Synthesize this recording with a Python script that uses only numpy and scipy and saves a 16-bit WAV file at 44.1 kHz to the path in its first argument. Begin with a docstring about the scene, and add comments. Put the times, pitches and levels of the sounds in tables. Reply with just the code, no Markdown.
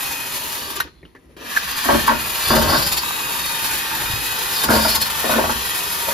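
"""A whirring, whining drill and the harsh hiss of a wire brush on rusty steel, under a car in a garage.
The cordless drill stops with a clack, ticks as it is moved, and starts again. Its gear teeth make the
whir and whine; the scratching wire tips make the hiss and press harder once a turn. Where the brush
catches an edge, the car's floor panel drums and a thin bracket rings. Two microphone openings (ports)
hear it all, with short echoes between car and floor."""
import sys
import numpy as np
from scipy import signal
from scipy.fft import rfft, irfft, next_fast_len
from scipy.io import wavfile

SR = 44100
rng = np.random.default_rng(int(sys.argv[2]) if len(sys.argv) > 2 else 0)


def to_wav(s):
    """Save 16-bit WAV."""
    ch = np.atleast_2d(s).T  # columns
    pcm = np.round(np.clip(ch, -1, 1) * 32767)  # PCM
    wavfile.write(sys.argv[1], SR, pcm.astype(np.int16))


N = 270333
T = np.arange(N) / SR
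FFT_SIZE = next_fast_len(N + SR)
HZ = np.maximum(np.arange(FFT_SIZE // 2 + 1) * SR / FFT_SIZE, 1)
KNOCK_FIRMNESS, CLACK_FIRMNESS = .7, .15   # near 1: mostly one strike; near 0: mostly rattle

# How hard the drill works, one table per trigger pull: (time [s], gear whir [dB], brush hiss [dB])
EFFORT = [
    [(0, -35.5, -28), (.23, -36, -32.5), (.57, -38.5, -31), (.7, -38, -36), (.76, -36.5, -39),
     (.795, -31, -63)],
    [(1.366, -47, -59), (1.41, -44, -50), (1.46, -38.5, -42.5), (1.56, -30, -31.5), (1.62, -32.5, -38.5),
     (1.68, -32.5, -31.5), (1.94, -27.5, -27), (2.08, -31.5, -33.5), (2.27, -36, -30), (2.44, -31, -25.5),
     (2.62, -31.5, -29.5), (2.81, -33.5, -25), (3.09, -34, -29), (4.4, -33, -29), (4.61, -33.5, -24.5),
     (4.8, -33.5, -24), (5.14, -30.5, -27), (5.56, -31.5, -29.5), (5.92, -35, -28), (6.13, -31.5, -28)],
]
# Gear teeth meeting, one table per trigger pull:
# (time [s], tooth rate [Hz], tone at 2 times that rate [dB], at 3 times [dB], at 4 times [dB])
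GEAR_TONES = [
    [(0, 1250, -44, -57, -43), (.2, 1247, -35.5, -55, -50), (.4, 1254, -52, -68, -61),
     (.65, 1240, -60, -60, -49), (.79, 1226, -52, -54, -52)],
    [(1.6, 1157, -58, -56, -48), (1.78, 1207, -56, -58, -31), (1.95, 1193, -56, -46, -47),
     (2.07, 1271, -35.5, -36, -48), (2.33, 1215, -36, -52, -57), (2.5, 1162, -45, -29.5, -46),
     (2.65, 1198, -46, -43, -36), (2.9, 1217, -43, -59, -34), (3.07, 1287, -39, -35, -50),
     (3.26, 1240, -34, -38, -41), (3.45, 1240, -37.5, -33, -36), (3.57, 1236, -36, -37, -39),
     (3.68, 1239, -36.5, -46, -36), (3.8, 1253, -35.5, -44, -54), (4.02, 1208, -37, -38, -48),
     (4.14, 1255, -33.5, -36, -37), (4.2, 1268, -37, -42, -40), (4.32, 1264, -32.5, -39, -39),
     (4.45, 1250, -39, -42, -36), (4.63, 1217, -38, -29, -48), (4.87, 1204, -47, -61, -28),
     (5.12, 1168, -47, -53, -47), (5.3, 1250, -38, -33, -53.5), (5.42, 1273, -38.5, -47, -52),
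     (5.6, 1270, -45, -48, -52), (5.75, 1268, -36.5, -50, -44), (5.9, 1270, -39, -48, -38),
     (6.02, 1274, -46, -50, -41), (6.13, 1253, -42, -55, -52)],
]
# The brush catches an edge of the floor panel: (start [s], length [s], middle rings [dB],
# upper rings against middle [dB], lowest rings against middle [dB], car body rumble [dB])
EDGE_CATCHES = [(1.889, 0.04, -16.5, -1, 0, -32), (1.935, 0.021, -21, -6, 1, -27.5),
                (2.08, 0.022, -25, 1, 7, -32), (2.51, 0.057, -20, -2, -1, -26.5),
                (2.6, 0.1, -21, -4, 1.5, -25.5), (2.699, 0.04, -23, 4, 4.5, -26),
                (3.93, 0.0085, -40, 12.5, 6, -42), (4.0, 0.0092, -38.5, 11, 1, -36),
                (4.045, 0.009, -43.5, 12, 6, -38), (4.17, .04, -54, 10, -4, -36.5),
                (4.64, 0.011, -32, 5.5, 5, -47), (4.7, 0.05, -16.5, -2.5, -2, -27),
                (4.848, 0.014, -26.5, -9, 4.5, -31.5), (4.95, 0.072, -39.5, 9, 3, -41),
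                (5.243, 0.013, -20, -15, -4, -46), (5.3, 0.091, -20, -2, 2.5, -35),
                (5.43, 0.075, -31, 1, 4.5, -34), (6.08, 0.054, -29.5, 3, -4, -45)]
# Clacks of the gears and the chuck (the clamp that holds the brush), and small clacks as the resting drill is
# handled near 1.03, 1.05 and 1.15 s, which also sound as ticks: # (time [s], level [dB], main ring [Hz], its
# rise time [s], thud against level [dB], other rings against level [dB])
DRILL_CLACKS = [(0.802, -5, 1500, .003, -32, -7), (0.8484, -42, 1510, .002, 6.5, -13),
                (0.8864, -54, 1830, .002, -10, -9), (0.9716, -57, 1490, .002, 1, -6),
                (1.0296, -48, 1880, .001, 8, -10), (1.052, -52, 1520, .001, 5, -8),
                (1.1505, -47, 1830, .001, 4, -6), (1.2947, -63, 1700, .002, 15, -5),
                (1.3688, -40, 1690, .002, -4, -3), (1.3983, -46, 1850, .002, -5, -1),
                (1.556, -7, 1717, .013, -44, -26), (1.572, -1, 1600, .0015, -46, -18)]


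def from_db(db):
    """Turns decibels into a gain to multiply by."""
    return 10 ** (np.asarray(db) / 20)


def rms_one(x):
    """Scales a sound so that its average size (rms) is 1."""
    return x / np.sqrt(np.mean(x ** 2) + 1e-20)


def gain_curve(pulls, column):
    """Follows one dB column through time, as a gain; silent outside the trigger pulls."""
    return sum(from_db(np.interp(T, rows[:, 0], rows[:, column], -200, -200))
               for rows in map(np.array, pulls))


def over_hz(points):
    """Joins (frequency, value) points into a curve over all frequencies."""
    hz, values = np.transpose(points)
    return np.interp(np.log(HZ), np.log(np.maximum(hz, 1)), values)


def filtered(x, gains):
    """Gives each frequency of a sound its own gain."""
    return irfft(rfft(x, FFT_SIZE) * gains, FFT_SIZE)[..., :N]


def band_rms_one(x, low_hz, high_hz):
    """Scales a sound so that the part between two frequencies has rms 1."""
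    band = filtered(x, (HZ > low_hz) & (HZ < high_hz))
    return x / np.sqrt(np.mean(band ** 2))


def drift(rate_hz):
    """Smooth random wandering of about plus or minus 1; a higher rate wanders faster."""
    step = 40   # samples between points
    pole = np.exp(-2 * np.pi * step * rate_hz / SR)
    noise = rng.standard_normal(N // step + 2002)
    slow = signal.lfilter([1], [1, -2 * pole, pole * pole], noise)[2000:]
    return np.interp(np.arange(N) / step, np.arange(len(slow)), rms_one(slow))


def ring(force, hz, width_hz):
    """Lets a force ring at one pitch (a resonance); a smaller width rings longer."""
    pole = np.exp(-np.pi * width_hz / SR)
    gain = (1 - pole * pole) / 2
    feedback = [1, -2 * pole * np.cos(2 * np.pi * hz / SR), pole * pole]
    return signal.lfilter([gain, 0, -gain], feedback, force + 1e-18)


def ring_all(forces, rings):
    """Adds up an object's rings, each with its own force; neighbours swing in opposite directions."""
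    return sum((-1) ** k * from_db(db) * ring(forces[k], hz, width)
               for k, (hz, width, db) in enumerate(rings))


def clicks(per_s, spread_db):
    """Clicks at random times; more spread makes their sizes more uneven."""
    sizes = from_db(spread_db * np.minimum(rng.exponential(1, N), 5)) * rng.choice([-1, 1], N)
    return rms_one(sizes * (rng.random(N) < per_s / SR))


def blows(times, levels_db, contact_s, firmness):
    """The force of blows: each is a dull strike and a short rattle that dies away."""
    out, length = np.zeros(N), int(.05 * SR)
    age = np.arange(length) / SR
    rattles = np.sqrt(1 - firmness) * rng.standard_normal((len(times), length)) * np.exp(-age / contact_s)
    strike = np.exp(-2 * np.pi * 2500 * age)   # dull above 2500 Hz
    strike *= np.sqrt(firmness * contact_s * SR / 2) / strike.sum()
    for time, gain, rattle in zip(times, from_db(levels_db), rattles):
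        i = round(time * SR)
        out[i:i + length] += gain * (strike + rattle)[:N - i]
    return out


def swell(starts, lengths, levels_db, rise_db_per_s, fall_db_per_s):
    """Gain of events that rise, hold and fall; the loudest one counts."""
    t = T[::16]
    events_db = [db - rise_db_per_s * np.maximum(start - t, 0)
                 - fall_db_per_s * np.maximum(t - start - length, 0)
                 for start, length, db in zip(starts, lengths, levels_db)]
    return np.interp(T, t, from_db(np.max(events_db, axis=0)))


def running():
    """1 while the trigger is pulled, otherwise 0."""
    return sum((T >= pull[0][0]) & (T <= pull[-1][0]) for pull in EFFORT)


def rotation(teeth_per_turn=63.5):
    """Two angles in radians: one goes round once per gear tooth, the other once per chuck turn."""
    times, tooth_hz = np.concatenate(GEAR_TONES).T[:2]
    unsteady_hz = np.interp(T, times, tooth_hz) * (1 + .0015 * drift(15))
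    tooth_angle = 2 * np.pi * np.cumsum(unsteady_hz) / SR
    return tooth_angle, tooth_angle / teeth_per_turn


def brush_grabs(half_length_s=0.0091):
    """Extra hiss in dB where the brush bites harder for about half a turn."""
    # Bites into the steel: (middle time [s], hiss level [dB])
    bites = [(0.06, -30), (0.529, -26.5), (0.709, -28), (0.765, -28), (1.569, -25), (1.714, -25.5),
             (2.076, -22.5), (2.304, -24), (2.487, -20.5), (2.56, -18.5), (2.624, -20.5), (2.699, -23),
             (2.871, -20), (2.926, -19), (2.977, -18.5), (3.324, -24.5), (3.954, -24.5), (4.392, -23.5),
             (4.44, -32), (4.644, -16), (4.711, -18), (4.888, -19.5), (4.956, -15), (5.025, -13.5),
             (5.105, -21), (5.202, -23), (5.696, -25), (5.748, -27), (5.929, -24), (6.092, -21)]
    t = T[::16]
    bumps = [from_db(db) * np.exp(-.5 * ((t - time) / half_length_s) ** 2) for time, db in bites]
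    biting = np.interp(T, t, np.max(bumps, axis=0))
    steady = gain_curve(EFFORT, 2) + 1e-5
    return 20 * np.log10(np.maximum(biting / steady, 1))


def brush_skips():
    """Short dips in dB where the brush skips off the steel."""
    # Moments of lost contact: (middle time [s], depth [dB], half length [s])
    dips = [(0.783, -15, 0.0068), (1.741, -6, 0.012), (2.602, -1, 0.011), (2.85, -7, 0.0094),
            (2.906, -5, 0.012), (2.958, -8, 0.01), (3.004, -13, 0.012), (4.673, -19, 0.019),
            (4.946, -3, 0.011), (4.986, -26, 0.014), (5.039, -15, 0.013), (5.091, -13, 0.0088),
            (5.13, -5, 0.017)]
    return sum(db * np.exp(-((T - time) / half) ** 2) for time, db, half in dips)


def garage():
    """Still air and a far hum make a quiet background."""
    # Tone colour of the quiet background noise, with a narrow dip near 8200 Hz:
    # (frequency [Hz], level [dB])
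    colour = [(71, -35), (120, -24), (238, 9.5), (343, 7), (725, -7), (1760, -6.5), (7400, -22.5),
              (8180, -39), (8870, -13), (15000, -28)]
    level = from_db(-56.5 + 2 * drift(13.0))
    return level * rms_one(filtered(rng.standard_normal(N), from_db(over_hz(colour))))


def gearbox(wobble, grab_db, skip_db, shake):
    """Gear teeth rattle in the drill body over the motor hum; the whir throbs once a turn."""
    # Rings of the drill body: (pitch [Hz], width [Hz], level [dB])
    housing = [(915, 82, 6), (1163, 100, 1), (1570, 490, -0.5), (1870, 290, -9), (2373, 137, 4),
               (4290, 220, -7), (6700, 150, -11)]
    # Tone colour of the whir: (frequency [Hz], level [dB])
    colour = [(40, -31), (300, -44), (700, -11.5), (1000, 2), (1900, 2), (2150, -6.5), (3000, 4.5),
              (5000, -4), (6000, -3), (9000, -24), (16000, -33)]
    brake_s, brake_db_per_s = .797, 270
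    teeth = clicks(9000, spread_db=0.0)
    rattle = teeth + sum(from_db(db + 2.0) * ring(teeth, hz, width) for hz, width, db in housing)
    braking = (T > brake_s) * from_db(-35 - brake_db_per_s * np.abs(T - brake_s))
    whir = band_rms_one(filtered(rattle, from_db(over_hz(colour))), 2430, 3240)
    whir *= gain_curve(EFFORT, 1) + braking
    throb_db = 1.5 * wobble + 0.39 * drift(4.9) + .5 * skip_db + 0.18 * np.minimum(grab_db, 10)
    hum = rms_one(ring(ring(teeth, 150, 540), 150, 540))
    hum *= running() * np.hypot(from_db(-42.5), from_db(-8) * shake)   # swells as the car body shakes
    return from_db(throb_db - 3.0) * whir + from_db(1.3 * drift(10.0)) * hum


def brush(wobble, grab_db, skip_db):
    """Thousands of wire tips scratch; the off-centre brush presses harder once a turn."""
    # Tone colour of the hiss: (frequency [Hz], level [dB])
    colour = [(500, -6.5), (1000, 2.5), (2000, -3), (4500, -0.5), (6000, -5.5), (7000, -0.5), (8300, -4),
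              (10000, 0.5), (12500, -1), (14500, -1.5), (16000, -6)]
    pressure_db = np.maximum(grab_db, 0.5 * wobble + 2.25 * drift(18.5) + 0.5)
    level = (gain_curve(EFFORT, 2) + 1e-5) * from_db(pressure_db + skip_db)
    tips = filtered(clicks(12000, spread_db=2.0), from_db(over_hz(colour)))
    return level * band_rms_one(tips, 7600, 18000)


def gear_whine(tooth_angle, chuck_angle, skip_db):
    """Meeting teeth sing three tones that throb once and twice a turn and dip when the brush skips."""
    # The speed sags once a turn, and the teeth meet a little unevenly.
    phase = tooth_angle - .2 * np.cos(chuck_angle) + .08 * drift(90)
    throb_db = 2 * np.sin(chuck_angle) + 5 * np.sin(2 * chuck_angle)
    tones = 0
    for multiple, throb_share in ((2, 1), (3, 1), (4, .5)):
        level = gain_curve(GEAR_TONES, multiple) * from_db(drift(30) + throb_share * throb_db)
        tones += level * np.sin(multiple * phase)
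    return from_db(3.0 + .5 * skip_db) * tones


def body_shake():
    """How much the brush's catches shake the car body, as a gain."""
    starts, lengths, *_, rumble_db = np.transpose(EDGE_CATCHES)
    return swell(starts, lengths, rumble_db, rise_db_per_s=262, fall_db_per_s=58)


def car_body(shake):
    """The car body rumbles softly, and more when the running drill, a catch or a clack shakes it."""
    # Deep rings of the body: (pitch [Hz], width [Hz], level [dB])
    rings = [(53, 13, -5), (61.5, 3.9, 4.5), (73, 14.7, -2.5), (106, 10, -4.5), (136, 43, -5.5)]
    running_db, idle_db = -48, -54
    rumble = ring_all([clicks(600, spread_db=3.5)] * len(rings), rings)
    times, level_db, _, _, thud_db, _ = np.transpose(DRILL_CLACKS)
    thuds = swell(times, np.zeros_like(times), level_db + thud_db - 9, 400, 200)
    steady = from_db(np.where(running(), running_db + 2.0 * drift(9.8), idle_db))
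    return rms_one(rumble) * np.maximum.reduce([steady, shake, thuds])


def whistle():
    """A thin, fluttering tone from the drill comes and goes."""
    # Sliding tones: (start [s], length [s], first pitch [Hz], last pitch [Hz], level [dB])
    slides = [(.55, 0.16, 4440, 4700, -40), (.768, .015, 410, 403, -41), (1.403, 0.021, 430, 452, -38.5),
              (3.304, 0.2, 4480, 4380, -39)]
    waver = 1 + 0.0097 * drift(40.0)
    flutter = from_db(5.7 * drift(30))
    out = 0
    for start, length, first_hz, last_hz, db in slides:
        hz = np.interp(T, [start, start + length], [first_hz, last_hz]) * waver
        out += swell([start], [length], [db], 500, 500) * np.sin(2 * np.pi * np.cumsum(hz) / SR)
    return flutter * out


def chuck_clacks():
    """Each clack is a main ring that swells and dies, the chuck's other rings and a thud of the tool."""
    # Rings that every clack shares: (pitch [Hz], width [Hz], level [dB])
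    rings = [(990, 120, -3), (1300, 120, -6), (1500, 110, -3), (1575, 120, -5), (1850, 140, 1),
             (2100, 200, -8), (2750, 250, -9), (3300, 400, -10), (3840, 150, -6), (4100, 200, -3),
             (5800, 500, -11), (11000, 3000, -12)]
    times, level_db, main_hz, rise_s, thud_db, rings_db = np.transpose(DRILL_CLACKS)
    decay_s = 0.0047   # the main ring is damped as soon as the parts settle
    age = np.arange(int(.05 * SR)) / SR
    out = np.zeros(N)
    for time, db, hz, rise in zip(times, level_db, main_hz, rise_s):
        i = round(time * SR)
        envelope = np.where(age < rise, (age / rise) ** 2.8, np.exp((rise - age) / decay_s))
        out[i:i + len(age)] += from_db(db) * envelope * np.sin(2 * np.pi * hz * age)
    for hz, width, db in rings:
        force = blows(times, level_db + rings_db + db + 11.5, contact_s=0.0098, firmness=CLACK_FIRMNESS)
        out += ring(force, hz, width)
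    jolt = blows(times, level_db + thud_db + 22.0, contact_s=0.02, firmness=CLACK_FIRMNESS)
    thud = ring(ring(jolt, 310, 260), 300, 220)
    deep_thud = ring(ring(jolt, 154, 90), 154, 90)
    return out + thud + from_db(-3.5) * deep_thud


def handling_ticks(width_hz=360):
    """The resting drill is handled: each tick is a short rattle in two rings of its plastic shell."""
    # Ticks: (time [s], strength [dB], lower ring [Hz], upper ring [Hz], upper against lower [dB])
    ticks = [(0.872, -36, 1500, 4100, -10), (1.0294, -43, 1880, 2400, -3), (1.052, -44.5, 1280, 3020, 2),
             (1.1502, -43, 890, 1880, 5.5), (1.163, -45, 1500, 1800, 7)]
    out = 0
    for time, db, lower_hz, upper_hz, upper_db in ticks:
        force = blows([time], [db + 14.5], contact_s=0.011, firmness=CLACK_FIRMNESS)
        out += ring(force, lower_hz, width_hz) - from_db(upper_db) * ring(force, upper_hz, width_hz)
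    return out


def coasting_gears(width_hz=220):
    """After the stop, the loose gears tick faintly and ring in the drill body."""
    # Bursts of ticking: (start [s], length [s], level [dB], pitch [Hz])
    bursts = [(.885, .05, -60, 4120), (.975, .03, -66, 3450), (.97, .07, -72, 4150), (1.1, .02, -73, 4130),
              (1.06, .04, -72, 3250)]
    teeth = clicks(900, spread_db=2.0)
    out = 0
    for start, length, db, hz in bursts:
        ticking = rms_one(ring(ring(teeth, hz, width_hz), hz, 2 * width_hz))
        out += ticking * swell([start], [length], [db], 600, 150)
    return out


def housing_chatter():
    """The drill body chatters: taps ring briefly in its rings near 920 Hz; the light taps are random and follow
    the hiss."""
    # The hardest taps: (time [s], strength [dB])
    hard_taps = [(3.034, -21), (3.108, -19), (3.204, -29), (3.309, -25), (3.462, -27), (3.514, -27),
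                 (3.653, -26), (3.689, -27), (3.874, -29), (3.914, -19)]
    # Rings of the drill body that the taps set off: (pitch [Hz], width [Hz], level [dB])
    rings = [(924, 107, 0), (1173, 220, -4), (1460, 310, -5)]
    rough_seam_s = 1.6   # from here on the brush is pressed to a rougher seam
    times, level_db = np.transpose(hard_taps)
    light = from_db(9) * gain_curve(EFFORT, 2) * (T > rough_seam_s) * clicks(90, spread_db=2.3)
    hard = blows(times, level_db + 19.5, contact_s=0.0051, firmness=KNOCK_FIRMNESS)
    return ring_all([light + hard] * len(rings), rings)


def floor_panel():
    """Wire tufts drum and the brush hub knocks; where the brush sits decides which rings are loud."""
    # The hub hits the panel: (time [s], strength for the middle rings [dB],
    # clank against middle [dB], upper against middle [dB], lowest against middle [dB])
    knocks = [(1.854, -18.5, -3, -15, 3), (1.887, -6, -0.5, -11, -2.5), (1.905, -11, -3, -7, -1),
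              (1.945, -15.5, -3, 2.5, 11), (2.077, -23.5, 19, 14, -1), (2.091, -20.5, 14, 14, -5),
              (2.112, -21.5, 0, 4, 0), (2.503, -14.5, 1, 0.5, 9), (2.535, -11, -18, -12, 4),
              (2.551, -13.5, 0, -7, 4.5), (2.565, -14.5, 1, 3, -1), (2.579, -18, -2, 1, -4),
              (2.735, -20, -1, 5, -1), (2.75, -13.5, 2, -5, 0), (4.687, -12.5, -5, -2, 6),
              (4.703, -11, 2.5, -1, 0), (4.718, -16, -8, 1, -7), (4.737, -13, -10, -6, -13),
              (4.848, -14.5, 3.5, 1, -4), (5.241, -14, -2, -8, 1.5), (5.293, -11, -1.5, -9, -8),
              (5.385, -9, -3, -8, -8), (5.439, -14, 2, -6, -7.5), (5.493, -17, 8, 4, 0),
              (6.084, -17, -4, -12, -8)]
    # Rings of the panel: (pitch [Hz], width [Hz], level [dB])
    rings = [(220.4, 5, 6), (239.8, 25.6, 0.5), (300, 51, -2.5), (354, 104, -6), (551, 60, -0.5),
             (578.5, 24, 0.5), (622.5, 23.6, 2.5), (691, 103, -5.5), (858, 29, -2.5), (923, 29, 3),
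             (966, 55, -0.5), (1094, 42, -0.5), (1323, 123, -6), (1462, 46, -1), (1584, 110, -6),
             (1785, 100, -10), (1960, 100, -11.5), (2320, 150, -21)]
    times, knock_db, clank_db, upper_db, lowest_db = np.transpose(knocks)
    starts, lengths, drum_db, drum_upper_db, drum_lowest_db, _ = np.transpose(EDGE_CATCHES)
    tufts = clicks(1500, spread_db=3.0) * from_db(18.5)

    def push(extra_drum_db, extra_knock_db, contact_s):
        """Drumming plus knocks for one group of rings."""
        drumming = tufts * swell(starts, lengths, drum_db + extra_drum_db, 700, 221)
        return drumming + blows(times, knock_db + extra_knock_db, contact_s, KNOCK_FIRMNESS)

    middle = push(0, 23.5, contact_s=0.0035)
    clank = push(drum_upper_db, clank_db + 22.5, contact_s=0.0038)
    upper = push(drum_upper_db, upper_db + 23.5, contact_s=0.0044)
    lowest = push(drum_lowest_db, lowest_db + 22.0, contact_s=0.0062)
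    forces = [lowest if hz < 430 else middle if hz < 780 else clank if hz < 1180 else upper
              for hz, _, _ in rings]
    return ring_all([force * from_db(1.85 * drift(11.7)) for force in forces], rings)


def bracket(grab_db, skip_db):
    """Wires rake a thin bracket; as they wander, its high rings come and go."""
    # Strokes across the bracket: (start [s], length [s], strength [dB])
    rakes = [(2.48, 0.1, -31.5), (2.62, .06, -31.5), (2.675, 0.204, -29.5), (2.91, 0.1, -35),
             (4.56, 0.1, -32), (4.7, 0.09, -29), (4.81, 0.13, -26.5), (4.941, .035, -26), (5.01, .03, -30)]
    # Rings of the bracket: (pitch [Hz], width [Hz], level [dB])
    rings = [(3670, 106, -6), (4270, 63, 1.5), (4500, 70, 2), (4590, 90, -2), (4816, 65, 3),
             (5040, 130, -2), (5190, 170, -4.5), (5370, 250, -8.5)]
    raking = swell(*np.transpose(rakes), rise_db_per_s=128, fall_db_per_s=300)
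    force = clicks(5000, spread_db=3.5) * raking
    force *= from_db(20.0 + 0.5 * grab_db * running() + 2 * drift(25) + 0.69 * skip_db)
    return ring_all([force * from_db(3.3 * drift(9.3)) for _ in rings], rings)


def thumps(pitch_hz=104, fade_60_db_s=0.073):
    """Something soft bumps the car body and sets off one low ring that dies quickly."""
    # Bumps: (time [s], level [dB])
    bumps = [(4.1, -20), (4.136, -17)]
    out = 0
    for time, db in bumps:
        age = np.maximum(T - time, 0)
        out += from_db(db - 60 * age / fade_60_db_s) * np.sin(2 * np.pi * pitch_hz * age)
    return out


def microphone_ports(scrape, tones, clacks, places=20, fade_60_db_s=0.21):
    """Two ports hear the direct sound plus echoes under the car, which change as the tool moves."""
    # Share of the sound that differs between left and right; almost none near 8300 Hz:
    # (frequency [Hz], share of the power [0-1])
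    differing_share = [(30, .2), (80, .15), (300, .3), (800, .5), (1500, .45), (3500, .45), (5400, .7),
                       (7000, .4), (8300, .06), (10000, .3), (15000, .25)]
    # How far the wave at the left port is ahead: (frequency [Hz], lead [radians])
    left_lead = [(0, 0), (600, 0), (1100, -.9), (1550, -2.1), (1850, .2), (3000, .9), (4400, .4),
                 (5700, -.6), (6700, -1.5), (8300, -3.14), (10200, -4.8), (12500, -6.55), (15500, -9.4)]
    # How much louder the left port is: (frequency [Hz], left minus right [dB])
    balance = [(60, -1.5), (110, 1.5), (200, -2), (380, 3), (700, 1.5), (1290, 0), (2380, 1.5), (4400, 3.5),
               (8120, 0.5), (15000, -0.5)]
    share = np.clip(over_hz(differing_share), 0, 1)
    side = np.array([[.5], [-.5]])   # left, right
    phase_shift = np.exp(1j * side * np.interp(HZ, *np.transpose(left_lead)))
    heard = np.sqrt(1 - share) * phase_shift * rfft(scrape + tones + clacks, FFT_SIZE)
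    echoing = scrape + from_db(-6) * tones + from_db(-17) * clacks   # nearer sounds echo less
    age = np.arange(int(.5 * SR)) / SR
    position = np.arange(N) / N * (places - 1)
    for place in range(places):
        echoes = rng.standard_normal((2, len(age))) * from_db(-60 * age / fade_60_db_s)
        echoes /= np.sqrt(np.sum(echoes ** 2, axis=1, keepdims=True))
        nearness = np.cos(np.pi / 2 * np.clip(position - place, -1, 1))   # fades from place to place
        heard += np.sqrt(share) * rfft(echoes, FFT_SIZE) * rfft(nearness * echoing, FFT_SIZE)
    return irfft(heard * from_db(side * over_hz(balance)), FFT_SIZE)[:, :N]


def scene():
    """Drill, brush and car over the still garage, heard in stereo."""
    tooth_angle, chuck_angle = rotation()
    wobble = np.sin(chuck_angle)   # the brush sits off-centre
    shake, grab_db, skip_db = body_shake(), brush_grabs(), brush_skips()
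    scrape = garage() + gearbox(wobble, grab_db, skip_db, shake) + brush(wobble, grab_db, skip_db)
    scrape += floor_panel() + car_body(shake)
    tones = bracket(grab_db, skip_db) + housing_chatter() + gear_whine(tooth_angle, chuck_angle, skip_db)
    tones += whistle() + coasting_gears() + thumps()
    clacks = chuck_clacks() + handling_ticks()
    return microphone_ports(scrape, tones, clacks)


def record(dry):
    """Rounds off the loudest peaks and steeply cuts the highest treble."""
    rounded = 1.351 * np.tanh(dry / 1.249)
    treble_cut = signal.cheby2(18, 70, 16200, fs=SR, output="sos")   # 70 dB down from 16200 Hz up
    return signal.sosfilt(treble_cut, rounded)


dry = scene()
out = record(dry)
to_wav(out)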